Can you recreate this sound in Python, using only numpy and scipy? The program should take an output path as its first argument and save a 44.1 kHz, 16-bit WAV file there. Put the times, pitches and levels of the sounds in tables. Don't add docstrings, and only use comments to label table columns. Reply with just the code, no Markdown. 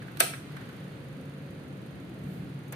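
import sys
import numpy as np
from scipy import signal
from scipy.fft import irfft
from scipy.io import wavfile
from scipy.ndimage import uniform_filter1d

SR = 44100
rng = np.random.default_rng(int(sys.argv[2]) if len(sys.argv) > 2 else 0)


def materialize(psi):
    bounded = np.clip(np.atleast_2d(psi).T, -1, 1)
    quanta = np.round(bounded * 32767).astype(np.int16)
    wavfile.write(sys.argv[1], SR, quanta)


N = 121275
TIME = np.arange(N) / SR
PING_HZ = 8800
# (frequency [Hz], density [dB])
CRACK_SPECTRUM = [(40, -44), (300, -18.5), (1500, 0.5), (4300, -3), (4950, -6.5), (6000, -3.5), (7100, -11),
                  (8400, -0.5), (10000, -2.5), (15000, -3.5)]


def solenoid():
    early_tick = strike(TIME - .1705, rise=.001, t60=.035)
    cracks, steel, frame = plunger_cracks(early_tick), steel_ring(), frame_response(early_tick)
    left, right = (cracks + steel) * pan(1.5) + frame * pan(-11.5)
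    out = np.array([left, np.roll(right, round(.0005 * SR))])
    echo = room(rise=.0095)
    echo /= np.linalg.norm(echo[0])
    radiated = (cracks + frame + amp(-5.5) * steel)[:1]
    add(out, .004, amp(-5.5) * signal.fftconvolve(radiated, echo, axes=1))
    return out


def plunger_cracks(early_tick):
    # (time [s], relative level [dB])
    blows = [(0.2016, -5), (0.2035, -1), (0.2045, 0.5), (0.2088, -6.5)]
    lead_in = amp(-25) * np.exp(-abs(TIME - .2015) / .0028)
    impacts = sum(amp(db - 16.5) * strike(TIME - s, rise=.0002, t60=.015) for s, db in blows)
    return noise(CRACK_SPECTRUM) * (lead_in + impacts + amp(-42) * early_tick)


def steel_ring():
    # (frequency [Hz], relative level [dB], T60 [s])
    modes = [(4250, -22.5, 0.037), (4490, -28, 0.076), (6100, -27, 0.045), (7760, -28, 0.03),
             (8450, -18.5, 0.016), (PING_HZ, -7.5, .016), (9600, -22, 0.037), (9400, -26, .035),
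             (10000, -21.5, .035), (12580, -24, .03), (11000, -22, 0.025), (14350, -28, .03)]
    out = np.zeros((2, N))
    add(out, .2034, amp(-1.5) * ring(modes, rise=.00078))
    return out


def frame_response(early_tick):
    # (frequency [Hz], relative level [dB], T60 [s])
    modes = [(367.3, -38, 0.25), (500, -33.5, 0.03), (658, -22, 0.045), (722, -38.5, 0.23),
             (1299, -21.5, 0.04), (1540, -25.5, 0.045), (1635, -27, 0.087), (1824, -28.5, 0.037),
             (2045, -38, 0.22), (2325, -30, 0.03), (2570, -30, .06), (2668, -28.5, 0.032),
             (2985, -27, 0.035), (3624, -29.5, 0.059)]
    # (frequency [Hz], density [dB])
    clunk = [(40, -45), (250, -26), (650, 5), (1050, 2.5), (1550, 0), (4400, -4), (7000, -19)]
    onset_s = .2056
    blow = amp(-29) * strike(TIME - onset_s, rise=.0027, t60=.013)
    out = noise(clunk) * (blow + amp(-45) * early_tick)
    add(out, onset_s, amp(-1) * ring(modes, rise=.0027))
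    return out


def knocks():
    # (time [s], level [dB], edge relative to body [dB])
    hits = [(0.017, -43.5, -24), (0.079, -47.5, -11), (0.334, -36, -19), (.565, -40, -11),
            (0.61, -47.5, -14), (0.69, -48.5, -7)]
    # (frequency [Hz], density [dB])
    spectrum = [(60, -33), (800, -17), (1450, 5), (2300, -4.5), (3000, -14), (3900, -13), (6000, -30)]
    out, body, edge = np.zeros((2, N)), noise(spectrum), noise(CRACK_SPECTRUM)
    for s, db, edge_db in hits:
        out += amp(db) * body * strike(TIME - s, rise=.0042, t60=.065)
        out += amp(db + edge_db) * edge * strike(TIME - s, rise=.001, t60=.036)
        add(out, s, amp(db - 12.5) * room(rise=.0095, colour=spectrum))
    return out * pan(-1.5)


def camera_tap():
    # (frequency [Hz], density [dB])
    tick_spectrum = [(500, -20), (5000, -15), (6300, -1), (8000, -0.5), (12000, 4), (15000, -1)]
    case_spectrum = [(100, -4), (400, 5), (2200, 4), (12000, -28)]
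    age = TIME - 2.723
    tick = amp(-36.5) * noise(tick_spectrum) * strike(age, rise=.0013, t60=.036)
    thud = amp(-40.5) * noise(case_spectrum) * strike(age, rise=.0031, t60=.17)
    return tick + thud


def ticking():
    # (time [s], rate [1/s])
    rate = [(0.0, 20.92), (0.15, 23.36), (0.56, 20.81), (0.7, 27.67), (0.85, 26.17), (1.0, 23.67),
            (1.5, 23.74), (1.68, 22.23), (2.25, 20.82), (2.38, 18.44), (2.6, 21.85)]
    # (frequency [Hz], density [dB])
    spectrum = [(3000, -17), (5500, -15), (6750, 1.5), (7300, -22), (9400, 3), (10000, -12), (10600, 2.5),
                (11200, -23), (11700, 4), (12800, -17), (14200, -0.5), (15000, -16)]
    level_db, spread_db = -62, 2
    cycles = np.cumsum(curve(rate)) / SR
    starts = np.flatnonzero(np.diff(np.floor(cycles + .5)))
    train = np.zeros(N)
    train[starts] = amp(level_db + spread_db * rng.standard_normal(N)[starts])
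    pulse = strike(TIME[:SR // 8], rise=.0032, t60=.042)
    return noise(spectrum) * signal.fftconvolve(train, pulse)[:N]


def rumble_and_hiss():
    # (frequency [Hz], density [dB])
    rumble = [(0, -58), (36, -47), (62, -19), (100, -9.5), (145, 2.5), (165, -6), (190, -3), (215, -11),
              (265, -7), (400, -16), (520, -18.5), (750, -26), (2500, -65)]
    hiss = [(30, -12), (200, 5.5), (900, 0), (1450, 3.5), (2500, -1.5), (4400, -7.5), (5600, -19),
            (6600, -15), (7200, -22), (9400, -15), (11200, -21.5), (12000, -18.5), (15000, -26)]
    # (time [s], level [dB])
    rumble_db = [(0, -43), (.5, -43), (1.05, -42), (1.45, -43), (1.7, -40), (1.85, -41.5), (2.36, -39.5),
                 (2.6, -42.5), (2.75, -41.5)]
    hiss_db = [(0, -51), (.65, -49.5), (1.1, -52.5), (2.1, -53), (2.35, -52), (2.75, -53.5)]
    # (frequency [Hz], left minus right [dB])
    balance = [(500, 9), (1300, -4), (2400, -4), (5000, 1)]
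    return noise(rumble) * amp(curve(rumble_db)) + noise(hiss, balance) * amp(curve(hiss_db))


def hums():
    # (centre time [s], half width [s], frequency [Hz], level [dB])
    tones = [(1.27, 0.46, 474, -55.5), (1.31, 0.43, 535, -54.5), (1.7, 0.55, 145, -45.5),
             (2.38, .17, 188, -40)]
    out, depth = np.zeros(N), .0184
    for s, width, hz, db in tones:
        waver = uniform_filter1d(rng.standard_normal(N), size=1200)
        cycles = np.cumsum(hz * (1 + depth * waver / waver.std())) / SR
        out += amp(db) * swell(s, width) * np.sin(2 * np.pi * cycles)
    return out


def bump():
    out, hz, db, t60 = np.zeros((2, N)), 141, -28.5, .089
    add(out, 1.5, ring([(hz, db, t60)], rise=.0075))
    return out


def rustle():
    # (frequency [Hz], density [dB])
    spectrum = [(1000, -17), (4000, -14), (12000, 1), (15000, -3)]
    return amp(-62.5) * noise(spectrum) * swell(2.325, width=.071)


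def room(rise, colour=None):
    # (frequency [Hz], density [dB])
    clack_colour = [(150, -10), (400, 7), (550, -4), (720, 2), (1400, -1.5), (2900, 1.5), (4500, 0.5),
                    (7100, -5), (7700, -0.5), (8300, -9), (9200, 2.5), (11000, -4), (15400, -5.5)]
    # (frequency [Hz], T60 [s])
    t60 = [(300, 0.29), (2000, 0.32), (5500, 0.43), (15000, 0.34)]
    hz, t, bands = signal.stft(noise(colour or clack_colour)[:, :SR], SR, nperseg=256)
    decay = np.exp(-np.log(1000) * t / read(t60, hz)[:, None])
    tail = signal.istft(bands * decay, SR, nperseg=256)[1]
    return tail * np.minimum(TIME[:tail.shape[1]] / rise, 1)


def noise(colour, balance=None):
    # (frequency [Hz], correlation [1])
    coherence = [(130, .97), (300, 0.94), (600, 0.44), (1200, 0.058), (3000, 0.022)]
    hz = np.fft.rfftfreq(N, 1 / SR)
    left, independent = np.exp(2j * np.pi * rng.random((2, len(hz))))
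    same = read(coherence, hz)
    right = same * left + np.sqrt(1 - same ** 2) * independent
    spectra = np.array([left, right]) * amp(read(colour, hz))
    x = irfft(spectra * pan(read(balance, hz)) if balance else spectra, N)
    return x / x.std()


def ring(modes, rise):
    t = TIME[:SR // 4]
    return sum((-1) ** k * amp(db) * strike(t, rise, t60) * np.sin(2 * np.pi * hz * t)
               for k, (hz, db, t60) in enumerate(modes))[None]


def strike(age, rise, t60):
    return np.clip(age / rise, 0, 1) * np.exp(-np.log(1000) * np.maximum(age - rise, 0) / t60)


def swell(s, width):
    return np.exp(-.5 * ((TIME - s) / width) ** 2)


def amp(db):
    return 10 ** (np.asarray(db) / 20)


def read(points, hz):
    f, value = np.transpose(points)
    return np.interp(np.log(hz + 1), np.log(f + 1), value)


def curve(points):
    return np.interp(TIME, *np.transpose(points))


def pan(db):
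    return amp(np.array([db, -db]).reshape(2, -1) / 2)


def add(mix, s, sound):
    part = mix[:, max(round(s * SR), 0):][:, :sound.shape[1]]
    part += sound[:, :part.shape[1]]


def scene():
    return solenoid() + knocks() + camera_tap() + ticking() + rumble_and_hiss() + hums() + bump() + rustle()


def record(dry):
    cutoff_hz = 15500
    lowpass = signal.firwin(401, cutoff_hz, window=("kaiser", 8), fs=SR)
    return signal.oaconvolve(dry, lowpass[None], "same")


dry = scene()
out = record(dry)
materialize(out)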